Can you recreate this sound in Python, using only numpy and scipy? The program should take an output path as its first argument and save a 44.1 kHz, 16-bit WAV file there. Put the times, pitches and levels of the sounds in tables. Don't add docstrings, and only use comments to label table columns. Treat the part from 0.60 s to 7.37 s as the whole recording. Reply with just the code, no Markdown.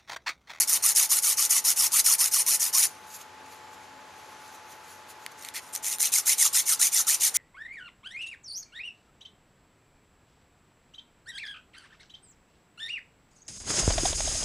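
import sys
import numpy as np
from scipy import signal
from scipy.fft import rfft, irfft, next_fast_len
from scipy.io import wavfile
from scipy.ndimage import uniform_filter1d, map_coordinates

SR = 44100
rng = np.random.default_rng(int(sys.argv[2]) if len(sys.argv) > 2 else 0)


def ratio_of_db(decibels):
    return 10 ** (np.asarray(decibels, float) / 20)


def transcribe(u):
    v = np.clip(np.atleast_2d(u).T, -1, 1)
    q = np.round(v * 32767).astype(np.int16)
    wavfile.write(sys.argv[1], SR, q)


N = 298557
T = np.arange(N) / SR


def unit(x):
    return x / np.sqrt(np.mean(x ** 2) + 1e-20)


def along(points, hz):
    f, v = np.transpose(points)
    return np.interp(np.log(hz + 1), np.log(f + 1), v)


def curves(rows):
    s, *cols = np.transpose(rows)
    return [np.interp(T, s, c) for c in cols]


def wobble(rate):
    knots = rng.standard_normal(int(N * rate / SR) + 4)
    return map_coordinates(knots, [T * rate])


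def filtered(x, response):
    m = next_fast_len(N + 8192)
    return irfft(rfft(x, m) * response(np.fft.rfftfreq(m, 1 / SR)), m)[..., :N]


def causal(spectrum):
    def response(hz):
        cep = irfft(np.log(ratio_of_db(along(spectrum, hz)) + 1e-6))
        cep[1:len(hz) - 1] *= 2
        cep[len(hz):] = 0
        return np.exp(rfft(cep))
    return response


def mode(f, centre_hz, width_hz):
    return 1j * f * width_hz / (centre_hz ** 2 - f * f + 1j * f * width_hz)


def mottled(x, depth_db, twist, hz_bins, frames):
    z = signal.stft(x, nperseg=256)[2]
    field = rng.standard_normal((2, *z.shape))
    field = uniform_filter1d(uniform_filter1d(field, hz_bins, 1), frames, 2)
    field = uniform_filter1d(field, 2, 2) / field.std()
    patches = ratio_of_db(depth_db * field[0]) * np.exp(1j * twist * field[1])
    return signal.istft(z * patches, nperseg=256)[1][:N]


def filing():
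    biting, progress, blade_hz, ring_db = strokes()
    lifted_db = np.clip(-110 * (T - sum(FIRST_STROKES[-1][:2])), -60, 0)
    idle = ratio_of_db(-47 + np.where(T < SECOND_STROKES[0][0], lifted_db, 0))
    pressure = np.hypot(biting, idle)
    force = teeth(rate=1100, spread_db=3.8, clump_db=1.5, give=4.5)

    start_db, end_db, rest_db, loose_db = -14, -9, -1, 8
    board_db = start_db + (end_db - start_db) * progress
    board_db = board_db + (rest_db - board_db) * (idle / pressure) ** 2
    board_db = board_db + loose_db * ((T > LIGHT_TOUCHES[0][0]) & (T < 5.02))

    ring = blade_ring(force, blade_hz, ring_db)
    return pressure * (wire_rasp(force) + board_shake(force, ring, board_db))


# (start [s], length [s], rasp level [dB], fall during stroke [dB], blade pitch at start [Hz])
FIRST_STROKES = [(-.025, 0.061, -17, 9, 1020), (0.071, 0.1, -19.5, 4, 2260), (.222, 0.099, -18.5, 6, 1030),
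                 (0.347, 0.11, -16, 9, 1840), (0.49, 0.099, -18.5, 5.5, 940),
                 (0.618, .115, -19.5, 4.5, 1510), (0.766, 0.1, -19, 8, 1080), (0.891, .1, -17.5, 6.2, 1440),
                 (1.039, 0.082, -17.6, 5, 1055), (1.158, 0.11, -20, 1.7, 1610),
                 (1.314, 0.089, -20.5, -1.7, 956), (1.439, 0.11, -16.5, 6.5, 1970),
                 (1.58, 0.1, -17, 9, 934), (1.71, 0.11, -21.5, 2.2, 1600), (1.858, 0.1, -19.5, 3, 946),
                 (1.993, 0.1, -16.5, 14, 1830), (2.125, 0.13, -20.5, 0.3, 950)]
LIGHT_TOUCHES = [
    (4.78, .11, -53, -8, 2000),
    (4.936, 0.043, -31, 3.5, 2000),
    (5.0, .11, -51, 3, 2000),
    (5.124, 0.054, -30.5, 11.5, 2000),
    (5.224, 0.12, -28.5, 2.5, 2000),
]
SECOND_STROKES = [(5.39, 0.085, -19.5, 6, 2000), (5.517, 0.082, -16, 9, 2650),
                  (5.653, 0.078, -17.5, 4, 1350), (5.773, 0.1, -19, 4, 2400),
                  (5.927, 0.077, -16.5, 5.5, 1060), (6.052, 0.085, -21.5, 0.2, 2230),
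                  (6.191, 0.086, -16.5, 6.5, 1320), (6.311, 0.1, -21.5, 0.5, 2400),
                  (6.466, 0.093, -14, 14.5, 1320), (6.596, 0.085, -20, 2.5, 2650),
                  (6.739, 0.038, -15.5, 3.5, 1700)]


def strokes():
    pressure, progress = np.zeros(N), np.ones(N)
    hz, ring_db = np.full(N, 1500.), np.zeros(N)
    grips = zip(
        (FIRST_STROKES, LIGHT_TOUCHES, SECOND_STROKES),
        (-26.5, -23, -20.5),
        (-.4, 1.1, 4.0),
        (0.029, 0.033, 0.042),
        (859, 700, 745),
        (.05, .1, 0.11), (0.907, 0.73, .92))
    for rows, share_db, law, bite_s, let_go_db, u0, u1 in grips:
        ends = [row[-1] for row in rows[1:]] + [2400]
        for (s, length, db, sag_db, hz0), hz1 in zip(rows, ends):
            now = slice(*np.searchsorted(T, [s, s + length + .2]))
            t = T[now] - s
            u = np.clip(t / length, 0, 1)
            fall_db = sag_db * u ** 1.27 + let_go_db * np.clip(t - length, 0, 1)
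            bite = np.clip(t / bite_s, 0, 1) ** 0.76
            pressure[now] = np.maximum(pressure[now], bite * ratio_of_db(db - fall_db))
            travel = np.clip((u - u0) / (u1 - u0), 0, 1)
            free = hz0 ** law + (hz1 ** law - hz0 ** law) * (1 - np.cos(np.pi * travel)) / 2
            progress[now], hz[now] = u, free ** (1 / law)
            ring_db[now] = share_db - 3.5 * (1 - np.sin(np.pi * travel))
    return pressure, progress, hz, ring_db


# (time [s], share of single catches [0-1])
SINGLE_CATCHES = [
    (0, 0.41),
    (2.3, 0.4),
    (4.7, 0.22),
    (4.9, 0.66),
    (4.94, 0.3),
    (5.1, 0.5),
    (5.4, 0.45),
    (5.7, 0.2),
    (6.77, 0.29),
]


def teeth(rate, spread_db, clump_db, give):
    share = np.clip(curves(SINGLE_CATCHES)[0], 0, 1)
    catch = (rng.random(N) < rate / SR) * ratio_of_db(spread_db * rng.exponential(size=N))
    fading = signal.lfilter([1], [1, -np.exp(-1 / (.0003 * SR))], catch)
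    bursts = fading * rng.standard_normal(N)
    force = np.sqrt(1 - share) * rng.standard_normal(N) + np.sqrt(share) * unit(bursts)
    force = unit(force * ratio_of_db(clump_db * wobble(350) + 0.53 * wobble(60)))
    return unit(np.tanh(force / give))


# (frequency [Hz], level [dB per Hz])
WIRES_BEFORE = [(1940, -47), (3300, -24), (5010, -6), (5440, -2), (6460, -0.5), (6970, 0.5), (7520, -7.5),
                (7960, -4), (9390, -1.5), (11300, -2), (12200, -6.5), (13200, -6.5), (14400, -9),
                (15000, -18)]
WIRES_AFTER = [(1940, -42.5), (3300, -10.5), (4070, -5.5), (4440, -20), (4920, -5), (6100, 4), (7420, 2),
               (8010, -4.5), (8640, 2.5), (9690, 1), (13100, -3.5), (15000, -12.5)]


def wire_rasp(force):
    touch = mottled(force, depth_db=2.5, twist=0, hz_bins=4, frames=7)
    before = unit(filtered(touch, causal(WIRES_BEFORE)))
    after = unit(filtered(touch, causal(WIRES_AFTER)))
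    wires = np.where(T < 3.5, before, after)
    wires = filtered(wires, lambda f: 1 + ratio_of_db(-3) * mode(f, 9520, 400))
    top = filtered(wires, lambda hz: 1 / (1 + (7900 / (hz + 1)) ** 12))
    top_db = -2
    low_db = 10 * np.log10(1 - ratio_of_db(2 * top_db))
    return ratio_of_db(top_db - 1.15) * unit(top) + ratio_of_db(low_db - 0.8) * unit(wires - top)


def blade(force, hz, width_hz):
    turn = np.exp(2j * np.pi * np.cumsum(hz) / SR)
    pole = np.exp(-np.pi * width_hz / SR)
    held = signal.lfilter([1], np.poly([pole, pole]), force / turn)
    return unit((held * turn).real)


def blade_ring(force, blade_hz, ring_db):
    narrow, wide = blade(force, blade_hz, width_hz=190), blade(force, blade_hz, width_hz=380)
    low = np.where(T < LIGHT_TOUCHES[0][0], narrow, wide)
    high = ratio_of_db(-6.5) * blade(force, 2.6 * blade_hz, width_hz=240)
    ring = ratio_of_db(ring_db) * (low + high)
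    return ratio_of_db(-4) * ring + ratio_of_db(-7.5) * filtered(ring, board)


# (frequency [Hz], width [Hz], level [dB])
BOARD_MODES = [(1350, 1500, 2.5), (2000, 730, 11.5), (3050, 300, 10.5), (3340, 450, 8.5), (4500, 860, 10)]


def board(f):
    return sum((-1) ** k * ratio_of_db(db) * mode(f, c, w) for k, (c, w, db) in enumerate(BOARD_MODES))


def board_shake(force, ring, board_db):
    shake = mottled(force, depth_db=1.6, twist=2.5, hz_bins=2, frames=9)
    loose = unit(filtered(shake, board))
    tight = unit(filtered(shake, lambda f: board(f) * (f / 3000) ** 0.23))
    body = ratio_of_db(board_db - 2.5) * np.where(T < 5.2, loose, tight) + ratio_of_db(3.5) * ring
    touch_gain = np.where(T < 5.02, 4, 2) * (T < SECOND_STROKES[0][0])
    free_end = ratio_of_db(4.5) * ring + ratio_of_db(board_db + 4.5) * touch_gain * force
    body = body + filtered(free_end * (T > LIGHT_TOUCHES[0][0]), lambda f: mode(f, 2050, 240))
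    return filtered(body, lambda f: 1 - .65 * mode(f, 1630, 350))


# (time [s], wire peak level [dB], board knock level relative to the wire [dB])
SNAGS = [(0.2912, -9, -54), (0.373, -16, -26), (0.8244, -8, -32), (0.851, -7.5, -28), (1.946, -12, -30),
         (4.6635, -23, -2), (4.825, -27, -17), (4.8489, -27, -6.5), (4.8614, -39, -13), (4.8872, -23, -9.5),
         (5.151, -15.5, -17), (5.1612, -15.5, -12.5), (5.245, -16, -18), (5.2831, -16, -28),
         (5.3277, -16, -16), (5.3847, -21, -18), (5.404, -13, -13), (5.4286, -7, -29), (5.4559, -11, -24)]


def catches():
    out, tick, t = np.zeros(N + SR), np.arange(N) == 0, np.arange(300) / SR
    wire = filtered(tick, causal(WIRES_AFTER))[:300]
    plate = filtered(tick, board)[:300]
    for s, db, knock_db in SNAGS:
        burst = rng.standard_normal(300) * ratio_of_db(-60 * t / .0045)
        for body, level_db in ((wire, db + 1), (plate, db + knock_db + 4)):
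            hit = np.convolve(burst, body)
            out[round(s * SR):][:len(hit)] += ratio_of_db(level_db) * hit / np.abs(hit).max()
    return out[:N]


# (middle time [s], half length [s], level [dB])
FINGER_SLIDES = [(2.29, 0.028, -47), (2.493, 0.09, -57), (2.548, 0.072, -42), (2.615, 0.03, -46),
                 (2.863, 0.011, -56), (2.93, 0.095, -53.5), (3.145, 0.045, -54), (3.24, 0.043, -61.5),
                 (3.594, 0.14, -59.5), (3.71, .05, -58), (3.868, 0.14, -55), (3.953, 0.031, -50.5),
                 (4.12, 0.0546, -48), (4.315, .13, -49.5), (4.506, 0.027, -44.5), (4.633, .06, -56),
                 (4.72, 0.013, -50), (4.797, 0.035, -46)]
# (frequency [Hz], level [dB per Hz])
SKIN_COLOUR = [(1470, -39), (2500, -1.5), (2850, -8.5), (4050, -2.5), (5210, -5.5), (6660, 2), (8580, -9),
               (9080, -4.5), (10100, -3), (14000, -6.5)]


def fingers():
    slides = sum(ratio_of_db(db - 21 * (np.abs(T - s) / half) ** 1.13) for s, half, db in FINGER_SLIDES)
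    moving = (T > FINGER_SLIDES[0][0]) & (T < FINGER_SLIDES[-1][0])
    skin = rng.standard_normal(N) * ratio_of_db(1.5 * wobble(200))
    rub = mottled(skin, depth_db=3, twist=0, hz_bins=4, frames=12)
    return moving * (slides + ratio_of_db(-71)) * unit(filtered(rub, causal(SKIN_COLOUR)))


# (frequency [Hz], time to fall 60 dB [s])
ROOM_DECAY = [(500, .3), (4000, .26), (12000, .18)]


def room(x):
    hz, t, z = signal.stft(rng.standard_normal((2, SR // 2)), SR, nperseg=256)
    decay = ratio_of_db(-60 * t / along(ROOM_DECAY, hz)[:, None])
    tail = signal.istft(z * decay, SR, nperseg=256)[1]
    return signal.fftconvolve(x[None], tail / np.linalg.norm(tail[0]), axes=1)[:, :N]


# (frequency [Hz], level [dB per Hz])
HISS_COLOUR = [(15, -61), (25, -39), (85, -15), (260, -15.5), (365, -13.5), (416, -11.5), (682, -10.5),
               (862, -6.5), (982, -7), (1570, -10.0), (3340, -18.5), (7110, -24), (8310, -30), (12600, -33),
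               (16400, -69.5), (22000, -120)][:-1] + [(16000, -50)]
# (frequency [Hz], likeness [0-1])
HISS_LIKENESS = [(60, 1.0), (130, 1.0), (290, 1), (640, 0.968), (1410, 0.88), (3100, 0.72), (6820, 0.84),
                 (15000, 0.67)]
# (time [s], frequency [Hz], level [dB])
STEADY_TONE = [
    (0, 863, -54.5),
    (2.3, 863, -54),
    (3.0, 861, -53),
    (4.5, 860.5, -55),
    (5.5, 860, -56.5),
    (6.77, 860, -57),
]
# (frequency [Hz], level [dB])
HUM_TONES = [(90, -76.5), (201, -76.5), (269, -71.5), (359, -70.5), (479, -72), (767, -69)]
# (start [s], end [s], frequency [Hz], level [dB])
LENS_WHINE = [
    (2.3, 2.62, 6110, -73),
    (2.95, 3.5, 7321, -74),
    (3.5, 4.17, 6094, -72),
    (2.6, 4.3, 7171, -82),
]


def air():
    turn = lambda hz: np.arccos(np.clip(along(HISS_LIKENESS, hz), -1, 1)) / 2
    spread = lambda hz: ratio_of_db(along(HISS_COLOUR, hz)) * [np.cos(turn(hz)), np.sin(turn(hz))]
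    mid, side = filtered(rng.standard_normal((2, N)), spread)
    hiss = ratio_of_db(-50 + .3 * wobble(3)) * unit(np.array([mid + side, mid - side]))

    hz, db = curves(STEADY_TONE)
    phase = 2 * np.pi * np.cumsum(hz + 0.49 * wobble(5.88)) / SR
    tone_db = db + 0.21 * wobble(5.12) + np.array([[2.8], [-4.5]])
    tone = np.sqrt(2) * ratio_of_db(tone_db) * np.sin(phase + np.array([[.2], [-.2]]))

    hum = sum(ratio_of_db(db + 2.5 + 2.3 * wobble(3.9)) * np.sin(2 * np.pi * hz * T + 1.4 * wobble(2.95))
              for hz, db in HUM_TONES)
    whine = sum(ratio_of_db(db + 5.5 + 1.5 * wobble(8.1)) * ((T > t0) & (T < t1)) * np.sin(2 * np.pi * hz * T)
                for t0, t1, hz, db in LENS_WHINE)
    return hiss + tone + hum + whine


def scene():
    work = filing() + catches() + fingers()
    other = mottled(work, depth_db=-1.0, twist=2.81, hz_bins=3, frames=9)
    side = filtered(other, lambda hz: ratio_of_db(-10.5) / (1 + (4600 / (hz + 1)) ** 6))
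    direct = work * ratio_of_db([[.2], [-.2]]) + np.array([side, -side])
    return direct + ratio_of_db(-19) * room(work) + air()


def roll_off(x):
    return signal.sosfilt(signal.butter(12, 15920, fs=SR, output="sos"), x)


# (upper edge [Hz], treble level that opens the next band [dB])
TOP_BANDS = [(12950, -64), (13700, -56.5), (14400, -35), (15160, -9), (15850, 9)]


def record(dry):
    dry = dry / (1 + np.abs(dry / .52) ** 4) ** .25
    treble = filtered(dry.mean(0), lambda hz: (hz > 8000) & (hz < 13000))
    power = np.abs(uniform_filter1d(treble ** 2, 2048))
    hz, t, z = signal.stft(dry, SR, nperseg=1024)
    level_db = np.interp(t, T, 10 * np.log10(power + 1e-12))
    edge_hz, opens_db = np.transpose(TOP_BANDS)
    open_bands = np.searchsorted(np.sort(opens_db), level_db)
    top_hz = edge_hz[np.minimum(open_bands, len(TOP_BANDS) - 1)]
    kept = signal.istft(z * (hz[:, None] < top_hz), SR, nperseg=1024)[1][:, :N]
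    return roll_off(kept)


dry = scene()
out = record(dry)
transcribe(out)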